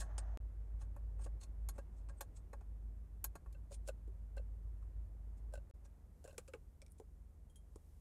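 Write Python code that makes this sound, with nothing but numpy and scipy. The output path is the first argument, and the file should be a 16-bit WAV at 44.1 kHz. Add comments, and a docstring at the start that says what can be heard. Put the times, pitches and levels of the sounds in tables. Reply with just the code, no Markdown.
"""Ratchet screwdriver in a car cabin

A ratchet screwdriver backs a tight screw out of a plastic console inside a car, over a low hum, rumble and air.
Each slip is a sharp force that rings resonances of the steel shaft, the pawl and the console; steel scrapes
as random tiny slips. The hollow handle rattles in the hand, and the tool bumps and taps the trim.
Sharp blows carry a very short tail of reflections; cabin noise is coloured noise with slow level curves."""
import sys
import numpy as np
from scipy import signal
from scipy.fft import rfft, irfft, next_fast_len
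from scipy.io import wavfile
from scipy.ndimage import uniform_filter1d

SR = 44100
rng = np.random.default_rng(int(sys.argv[2]) if len(sys.argv) > 2 else 0)


def master(y):
    """Save y as 16-bit WAV."""
    cut = np.clip(np.atleast_2d(y).T, -1, 1)
    pcm = np.round(cut * 32767)  # scale
    wavfile.write(sys.argv[1], SR, pcm.astype(np.int16))


N = 353064
SIZE = 8192  # samples in one contact sound
AGE = np.arange(SIZE) / SR  # seconds since the contact sound began
TIME = np.arange(N) / SR  # seconds

# Resonances of the steel shaft held in the screw. Each row: frequency in Hz, width in Hz, relative level in dB.
SHAFT_MODES = [(2340, 510, -10), (3540, 490, -6.5), (4224, 72, 0), (4760, 240, -5), (5340, 200, -13.5),
               (6760, 107, 4.5), (6540, 3800, -8.5), (7560, 690, 1), (8510, 134, 2), (9050, 400, -1),
               (10200, 960, -26), (9570, 48, 1)]
# Resonances of the ratchet's pawl. 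Each row: frequency in Hz, width in Hz, relative level in dB.
PAWL_MODES = [(10175, 60, 6), (11020, 90, -6), (11333, 80, 3.5), (11650, 110, 0), (12260, 130, 2.5),
              (12800, 60, -2), (13500, 250, -10), (13772, 60, -6), (14000, 130, 1), (15200, 600, -12),
              (12000, 3000, -17)]
# Resonances of the plastic console. Each row: frequency in Hz, width in Hz, relative level in dB.
CONSOLE_MODES = [(313, 100, -2.5), (566, 34, 3.5), (697, 39, -3), (846, 87, -1), (1101, 42, 1),
                 (1423, 160, -9), (1617, 28, -4.5), (1790, 84, -14), (2570, 145, -18)]
# Resonances of a hard contact's tick. Each row: frequency in Hz, width in Hz, relative level in dB.
CONTACT_MODES = [(2650, 7200, -8.5), (4180, 100, 0), (5500, 3500, -14.5), (7170, 210, 9.5),
                 (7450, 760, 1.5), (10200, 2700, 0), (12700, 17000, -16)]


def undb(db):
    """Amplitude ratio: twenty decibels are a factor of ten."""
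    return 10 ** (np.asarray(db) / 20)


def curve(rows):
    """Linear interpolation in time of rows of (seconds, value)."""
    return np.interp(TIME, *np.transpose(rows))


def add(out, s, sound):
    """Superposition: mix a sound in at time s, in seconds."""
    start = int(s * SR)
    lo, hi = max(start, 0), min(start + len(sound), N)
    out[lo:hi] += sound[lo - start:hi - start]


def noise(spectrum):
    """Spectral shaping: white noise is filtered to the given colour and scaled to rms 1."""
    hz, db = np.transpose(spectrum)
    size = next_fast_len(N, True)
    f = np.maximum(np.fft.rfftfreq(size, 1 / SR), 1)
    gain = undb(np.interp(np.log(f), np.log(hz), db))
    white = rng.standard_normal(size)
    coloured = irfft(rfft(white) * gain, size)[:N]
    return coloured / coloured.std()


def wander(hz):
    """Low-pass noise: random motion of spread 1, mostly below hz."""
    return noise([(hz, 0), (2 * hz, -24), (20 * hz, -140)])


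def tone(hz, db):
    """Phase is the integral of frequency: a sine of the given rms level; pitch and level may move."""
    cycles = np.cumsum(hz * np.ones(N)) / SR + rng.random()
    return np.sqrt(2) * undb(db) * np.sin(2 * np.pi * cycles)


def blow(t60, tail_db):
    """Impulse response: a sharp contact, then dense, uneven reflections decaying 60 dB in t60 seconds."""
    grit = undb(1.45 * rng.exponential(size=SIZE))
    decay = np.exp(-np.log(1000) * AGE / t60)
    tail = grit * rng.standard_normal(SIZE) * decay
    return signal.unit_impulse(SIZE) + undb(tail_db) * tail / np.linalg.norm(tail)


def ring(force, modes, db, pitch=1, tilt_db=0, damp_hz=0, soft_hz=np.inf, order=1, size=300):
    """Modal superposition: a force excites resonances; order 2 builds up slowly, as in a hollow body.

    db is the rms of the loudest stretch of size samples; tilt_db is per octave; damp_hz adds to each width.
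    """
    padded = SIZE + SIZE // 8
    # scaling the frequency axis moves every resonance by the pitch ratio
    f = np.maximum(np.fft.rfftfreq(padded, 1 / SR), 1) / pitch
    response = 0
    for k, (hz, width, mode_db) in enumerate(modes):
        damped_width = width + damp_hz
        # each contact point favours other modes a little
        level_db = mode_db + tilt_db * np.log2(hz) + rng.standard_normal()
        gain = undb(level_db) * width / damped_width
        detuning = (f - hz ** 2 / f) / damped_width
        response = response + (-1) ** k * gain / (1 + 1j * detuning) ** order
    # a small part radiates little below its first mode or above its last; a soft contact dulls it further
    top = min(max(hz + 2 * width for hz, width, _ in modes), soft_hz)
    response = response / (1 + modes[0][0] / (2j * f))
    response = response / np.sqrt(1 + (f / top) ** 10)
    sound = irfft(rfft(force, padded) * response)[:SIZE]
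    loudest = np.sqrt(uniform_filter1d(sound ** 2, size).max())
    return sound * undb(db) / loudest


def boom():
    """Beating: neighbouring low tones, each wavering in level and pitch, interfere."""
    # Tones of the boom. Each row: frequency in Hz, relative level in dB.
    boom_tones = [(38.2, -21.5), (51.7, -0.5), (55.3, -17.5), (58.3, -12.5), (84, -24), (87.3, -17.5),
                  (97, -22), (110, -24)]
    # Level of the boom. Each row: time in seconds, level in dB.
    boom_level = [(0.0, -43), (0.44, -43), (0.51, -49), (0.58, -44), (1.33, -44), (1.43, -53.5),
                  (1.5, -45.5), (1.73, -45), (1.94, -52.5), (2.04, -46.5), (2.24, -52), (2.33, -47.5),
                  (2.42, -51.5), (2.94, -46.5), (3.06, -52.5), (3.27, -46), (3.36, -58.5), (3.44, -48.5),
                  (4.0, -49), (4.4, -45.5), (5.1, -45.5), (5.17, -49), (5.58, -47), (5.68, -55.5),
                  (6.4, -67), (7.1, -58.5), (8.0, -67.5)]
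    waver_hz, waver_db, drift_hz = 4.6, 0.7, 0.15  # rate limit, spread of level, spread of pitch
    total = np.zeros(N)
    for hz, db in boom_tones:
        total += tone(hz + drift_hz * wander(waver_hz), db + waver_db * wander(waver_hz))
    return total * undb(curve(boom_level))


def hum():
    """Line spectrum: steady sines at fixed level."""
    # Lines of the hum. Each row: frequency in Hz, level in dB.
    hum_lines = [(75.5, -63.5), (151, -79)]
    return sum(tone(hz, db) for hz, db in hum_lines)


def rumble():
    """Broadband low-frequency noise: energy gathers around 50 Hz and follows a slow level curve."""
    # Colour of the rumble. Each row: frequency in Hz, relative level in dB per Hz.
    rumble_colour = [(12, -22.5), (28, -8), (40, 1.5), (52, 5), (66, -4.5), (88, -7), (110, -9),
                     (130, -13.5), (200, -15.5), (300, -28), (600, -41)]
    # Level of the rumble. 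Each row: time in seconds, level in dB.
    rumble_level = [(0, -57), (.4, -64.5), (1.2, -58), (3, -59), (5.6, -61), (5.8, -62), (8, -62)]
    return noise(rumble_colour + [(3000, -100)]) * undb(curve(rumble_level))


def air():
    """Broadband flow noise: the rush of air in the cabin is strongest in the low mids."""
    # Colour of the air. Each row: frequency in Hz, relative level in dB per Hz.
    air_colour = [(100, -2), (250, 8), (450, 5), (900, -2.5), (1500, -10), (2000, -12.5), (3000, -22.5),
                  (6500, -33.5), (12000, -61)]
    # Level of the air. Each row: time in seconds, level in dB.
    air_level = [(0, -71.5), (2.3, -72.5), (3, -75), (5.5, -73.5), (6.5, -78), (8, -78)]
    return noise(air_colour) * undb(curve(air_level))


def hiss():
    """High-frequency noise: a soft hiss swells as the arm moves away."""
    # Colour of the hiss. Each row: frequency in Hz, relative level in dB per Hz.
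    hiss_colour = [(1000, -8), (2500, -2.5), (4500, -3), (7000, 1), (9000, 2), (12000, 0.5), (14000, -1),
                   (16000, -20)]
    # Level of the hiss. Each row: time in seconds, level in dB.
    hiss_level = [(0, -88.5), (.5, -88.5), (6.1, -87.5), (6.3, -82), (6.7, -87), (7.6, -88), (7.9, -82.5),
                  (8, -83.5)]
    return noise(hiss_colour) * undb(curve(hiss_level))


def cabin():
    """Superposition of independent sources: boom, hum lines, rumble, moving air and hiss."""
    return boom() + hum() + rumble() + air() + hiss()


def rub():
    """Sliding friction: skin moves unevenly on the plastic grip, as noise of fluctuating level."""
    # Colour of the rub. Each row: frequency in Hz, relative level in dB per Hz.
    rub_colour = [(250, -20), (480, -7), (620, 8.5), (900, 2), (1150, -3), (1800, -6), (2300, -19.5),
                  (3000, -22), (5000, -31), (6400, -20.5), (7500, -34), (12000, -56)]
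    # Level of the rub. Each row: time in seconds, level in dB before the uneven drag.
    rub_level = [(0, -68), (.2, -64.5), (.37, -69), (.41, -105.5), (8, -120)]
    drag_db = 1.4 * wander(30)
    return noise(rub_colour) * undb(curve(rub_level) + drag_db)


def pings():
    """Light damping: out of the screw the tapped shaft rings longer, with few clear tones."""
    # Taps on the free shaft. Each row: start in seconds, level in dB.
    ping_events = [(7.498, -75.5), (7.558, -65.5)]
    # Resonances of the free shaft. Each row: frequency in Hz, width in Hz, relative level in dB.
    free_modes = [(3219, 17, 0), (6002, 25, -15), (6756, 22, -9), (8506, 22, -5), (10050, 18, 1),
                  (13000, 60, -14)]
    out = np.zeros(N)
    for s, db in ping_events:
        add(out, s, ring(signal.unit_impulse(SIZE), free_modes, db))
        add(out, s, ring(blow(t60=0.09, tail_db=16), CONTACT_MODES, db - 7))
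    return out


def taps():
    """Impact on a hard surface: the steel tip's broad, heavily damped modes give a thin, short ring."""
    # Light taps of the tip. Each row: start in seconds, level in dB, tilt in dB per octave.
    tap_events = [(6.3798, -55.5, -2.5), (6.5358, -58, -13), (6.8181, -60, -2), (6.864, -67, 0.5),
                  (6.881, -77, 0), (6.92, -65, 34), (7.7593, -67, 6.5)]
    # Resonances of the tip. Each row: frequency in Hz, width in Hz, relative level in dB.
    tip_modes = [(1410, 1100, -17.5), (2280, 130, 3), (3500, 640, -9.5), (5450, 510, 0.5), (6600, 1000, -8),
                 (8170, 850, -2.5), (9800, 720, -5.5), (11260, 1300, -15)]
    out = np.zeros(N)
    for s, db, tilt_db in tap_events:
        add(out, s, ring(blow(t60=0.049, tail_db=-2.5), tip_modes, db, tilt_db=tilt_db))
    return out


def bumps():
    """Contact stiffness: a hard tick, then the plastic trim's short ring, deadened to a thud if soft."""
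    # Bumps on the trim. Each row: start in seconds, trim level in dB, contact tick level in dB, pitch ratio,
    # tilt in dB per octave, frequency in Hz (before the pitch ratio) above which a soft contact gives little.
    bump_events = [(4.077, -56, -79.5, 0.78, 0.5, 605), (6.381, -47.5, -47.5, 0.95, 2, 9000),
                   (6.478, -66, -68, 0.94, 6, 9000), (6.483, -57.5, -63, 1.02, 0, 5000),
                   (6.536, -47.5, -64, 0.99, 1.5, 9000), (6.548, -53.5, -71, 0.87, -4, 3000),
                   (6.822, -64.5, -72, 1.1, -4, 1510), (6.999, -51, -69, 0.85, 4.5, 900),
                   (7.758, -53, -69, 0.86, 5, 900)]
    # Resonances of the trim. Each row: frequency in Hz, width in Hz, relative level in dB.
    trim_modes = [(354, 300, -4.5), (524, 50, 10.5), (696, 260, -28), (855, 31, -3.5), (1230, 53, -4.5),
                  (1610, 170, -10), (2480, 290, -16.5), (2770, 340, -13), (4120, 12000, -36)]
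    trim_delay_s = 0.001027
    out = np.zeros(N)
    for s, trim_db, tick_db, pitch, tilt_db, soft_hz in bump_events:
        damp_hz = 110 * min(1000 / soft_hz, 1) ** 2
        add(out, s, ring(blow(t60=0.059, tail_db=-1.0), CONTACT_MODES, tick_db))
        thud = blow(t60=0.073, tail_db=0.0)
        body = ring(thud, trim_modes, trim_db, pitch, tilt_db, damp_hz, soft_hz)
        add(out, s + trim_delay_s, body)
    return out


def rattles():
    """Damping by the hand: each contact ticks and rings the hollow handle, shorter in a tight grip."""
    # Grazes, knocks and bounces of the handle. Each row: start in seconds, body level in dB,
    # contact tick level in dB, tilt in dB per octave, damping by the grip as added width in Hz.
    rattle_events = [(1.264, -52, -82, -2.5, 90), (1.786, -53, -80, 0.5, 70), (3.547, -66, -86, 4.5, 3),
                     (3.709, -58, -74, -9, 31), (3.718, -58, -65, -13, 48), (3.8768, -55, -54, -3, 120),
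                     (3.886, -45.5, -54.5, 1.5, 55), (3.891, -47, -64, 4, 80), (4.367, -64.5, -68.5, 4, 50),
                     (4.371, -52, -80, -3.5, 78), (4.378, -58, -71, 7, 72), (4.395, -55.5, -81, -3, 63),
                     (5.525, -63.5, -77, 4, 25), (5.5373, -48, -58.5, -2, 30), (5.554, -57, -66, 5, 82),
                     (5.575, -56.5, -74, 2, 45), (5.697, -68, -79, -1, 3), (6.242, -60, -63, 1, 118),
                     (6.249, -51.5, -67, -6, 80), (6.258, -62, -73, -1, 142), (6.2767, -56, -63, -1, 85),
                     (6.285, -72, -76, 0, 140), (6.295, -62, -74, -4, 100), (6.308, -70, -76, 8, 50),
                     (6.328, -63, -72, -4, 90), (6.343, -68, -80, -4, 120)]
    # Resonances of the handle. Each row: frequency in Hz, width in Hz, relative level in dB.
    handle_modes = [(383, 480, -14), (551, 83, 10), (827, 70, -19), (1180, 150, -16), (1524, 51, 0),
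                    (2100, 430, -30.5), (2654, 110, -15), (3030, 730, -32), (3890, 150, -29.5),
                    (4180, 270, -28.5), (5580, 450, -42)]
    pitch_spread = .015  # octaves, from contact to contact
    out = np.zeros(N)
    for s, body_db, tick_db, tilt_db, grip_hz in rattle_events:
        pitch = 2 ** (pitch_spread * rng.standard_normal())
        add(out, s, ring(blow(t60=0.051, tail_db=4.5), CONTACT_MODES, tick_db))
        chatter = blow(t60=0.042, tail_db=4)
        add(out, s, ring(chatter, handle_modes, body_db, pitch, tilt_db, grip_hz, order=2))
    return out


def scrapes():
    """Stick-slip friction: tiny slips and sharper catches ring shaft, pawl and console; one mode sings."""
    # Steel rubbing on steel as the tool turns. Each row: time of the strongest moment in seconds, length in
    # seconds, # shaft level in dB, console level in dB, singing resonance in Hz, its level in dB.
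    scrape_events = [(0.006, 0.043, -50, -60, 7400, -55), (0.018, 0.08, -57.5, -58.5, 1730, -55.5),
                     (0.817, 0.068, -68, -64, 8150, -96), (1.195, 0.034, -81, -64, 8600, -83),
                     (1.219, 0.077, -70, -67.5, 8460, -71), (1.245, 0.048, -62.5, -73, 8350, -74),
                     (1.416, 0.034, -64, -70, 4200, -75), (1.436, 0.045, -60, -69.5, 4260, -72),
                     (1.762, 0.13, -78.5, -71, 8400, -82), (1.98, 0.16, -80.5, -98, 8200, -89),
                     (2.185, 0.069, -82, -89, 8440, -74), (2.369, 0.059, -67.5, -76, 8060, -70.5),
                     (3.729, 0.06, -62, -73, 7450, -72), (3.744, 0.038, -60.5, -82, 9120, -60.5),
                     (3.878, 0.06, -64, -76, 7360, -65), (4.829, 0.035, -86, -74.5, 1120, -76),
                     (5.38, 0.046, -81, -92, 7000, -92), (5.855, 0.038, -73, -71, 5700, -82),
                     (6.293, 0.18, -77, -73.5, 2670, -75), (6.912, 0.068, -89, -90, 9400, -75),
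                     (6.986, 0.033, -75, -94, 9900, -79)]
    rise_share = 0.43  # of the length, spent swelling
    pawl_db = -21  # relative to the shaft
    press_hz = 93  # pressing on the screw damps the shaft: added width
    catches_per_s, catch_db = 260, 15  # mean rate, size relative to noise of rms 1
    out = np.zeros(N)
    for s, length, db, buzz_db, sing_hz, sing_db in scrape_events:
        rise, fall = rise_share * length, (1 - rise_share) * length
        peak = 2 * rise  # seconds after the sound begins
        swell = np.exp(-3 * np.maximum(2 - AGE / rise, (AGE - peak) / fall))
        catches = undb(catch_db) * (rng.random(SIZE) < catches_per_s / SR)
        fine = rng.standard_normal(SIZE) * undb(1.06 * rng.exponential(size=SIZE))
        slips = swell * (fine + catches)
        shaft = ring(slips, SHAFT_MODES, db, damp_hz=press_hz)
        pawl = ring(slips, PAWL_MODES, db + pawl_db)
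        sing = ring(slips, [(sing_hz, 330, 0)], sing_db, order=2)
        buzz = ring(slips, CONSOLE_MODES, buzz_db)
        add(out, s - peak, shaft + pawl + sing + buzz)
    return out


def ratchet():
    """Impulsive excitation: the pawl snaps over a tooth; the shaft rings and jolts the console."""
    # Ratchet clicks. Each row: start in seconds, shaft level in dB, pawl level in dB,
    # console level in dB, tilt of the pawl's ring in dB per octave.
    click_events = [(0.18, -47.5, -90, -50, -3), (0.963, -77.5, -73.5, -58, -18), (1.26, -71, -84, -54, 0),
                    (1.6874, -50, -52, -54.5, -26), (1.7805, -68, -77, -54, -8),
                    (1.7863, -70, -79, -56.5, -8), (2.087, -68.5, -92, -63.5, 0),
                    (2.095, -69.5, -91, -62, 0), (2.2079, -50, -51.5, -48, 10), (2.531, -67, -76, -52, -8),
                    (2.609, -78.5, -92, -66, 0), (3.242, -46, -37.5, -51.5, -6),
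                    (3.354, -62, -68, -51.5, -5), (3.46, -88, -84, -63, -2), (3.526, -71.5, -75, -89, -4)]
    out = np.zeros(N)
    for s, shaft_db, pawl_db, console_db, pawl_tilt_db in click_events:
        # the stronger the shaft over the console, the sharper the snap and the brighter the console
        console_tilt_db = 2 + 0.2 * (shaft_db - console_db)
        add(out, s, ring(blow(t60=0.057, tail_db=31.0), SHAFT_MODES, shaft_db))
        add(out, s, ring(blow(t60=0.049, tail_db=1.5), PAWL_MODES, pawl_db, tilt_db=pawl_tilt_db))
        jolt = blow(t60=0.056, tail_db=5)
        add(out, s, ring(jolt, CONSOLE_MODES, console_db, tilt_db=console_tilt_db))
    return out


def scene():
    """Superposition: the tool at arm's length in the humming cabin, as one channel."""
    background = cabin() + rub()
    handling = pings() + taps() + bumps() + rattles()
    screw = scrapes() + ratchet()
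    return (background + handling + screw)[None]


def record(dry):
    """Gating and band-limiting: the sound cuts out twice briefly, with a click; the top is cut off."""
    # Dropouts. Each row: start in seconds, end in seconds, click level in dB.
    dropouts = [(.3735, .403, -38.5), (5.711, 5.739, -56)]
    top_hz = 15800
    live, clicks = np.ones(N), np.zeros(N)
    for start, end, db in dropouts:
        live[(TIME > start) & (TIME < end)] = 0
        # a pulse grows within milliseconds and stops dead as the dropout starts
        clicks += undb(db) * np.exp(-abs(TIME - start) / .003) * (TIME < start)
    live = uniform_filter1d(live, size=130)  # fades of about 3 ms
    low_pass = signal.ellip(8, .2, 70, top_hz, fs=SR, output="sos")
    return signal.sosfilt(low_pass, dry * live + clicks)


dry = scene()
out = record(dry)
master(out)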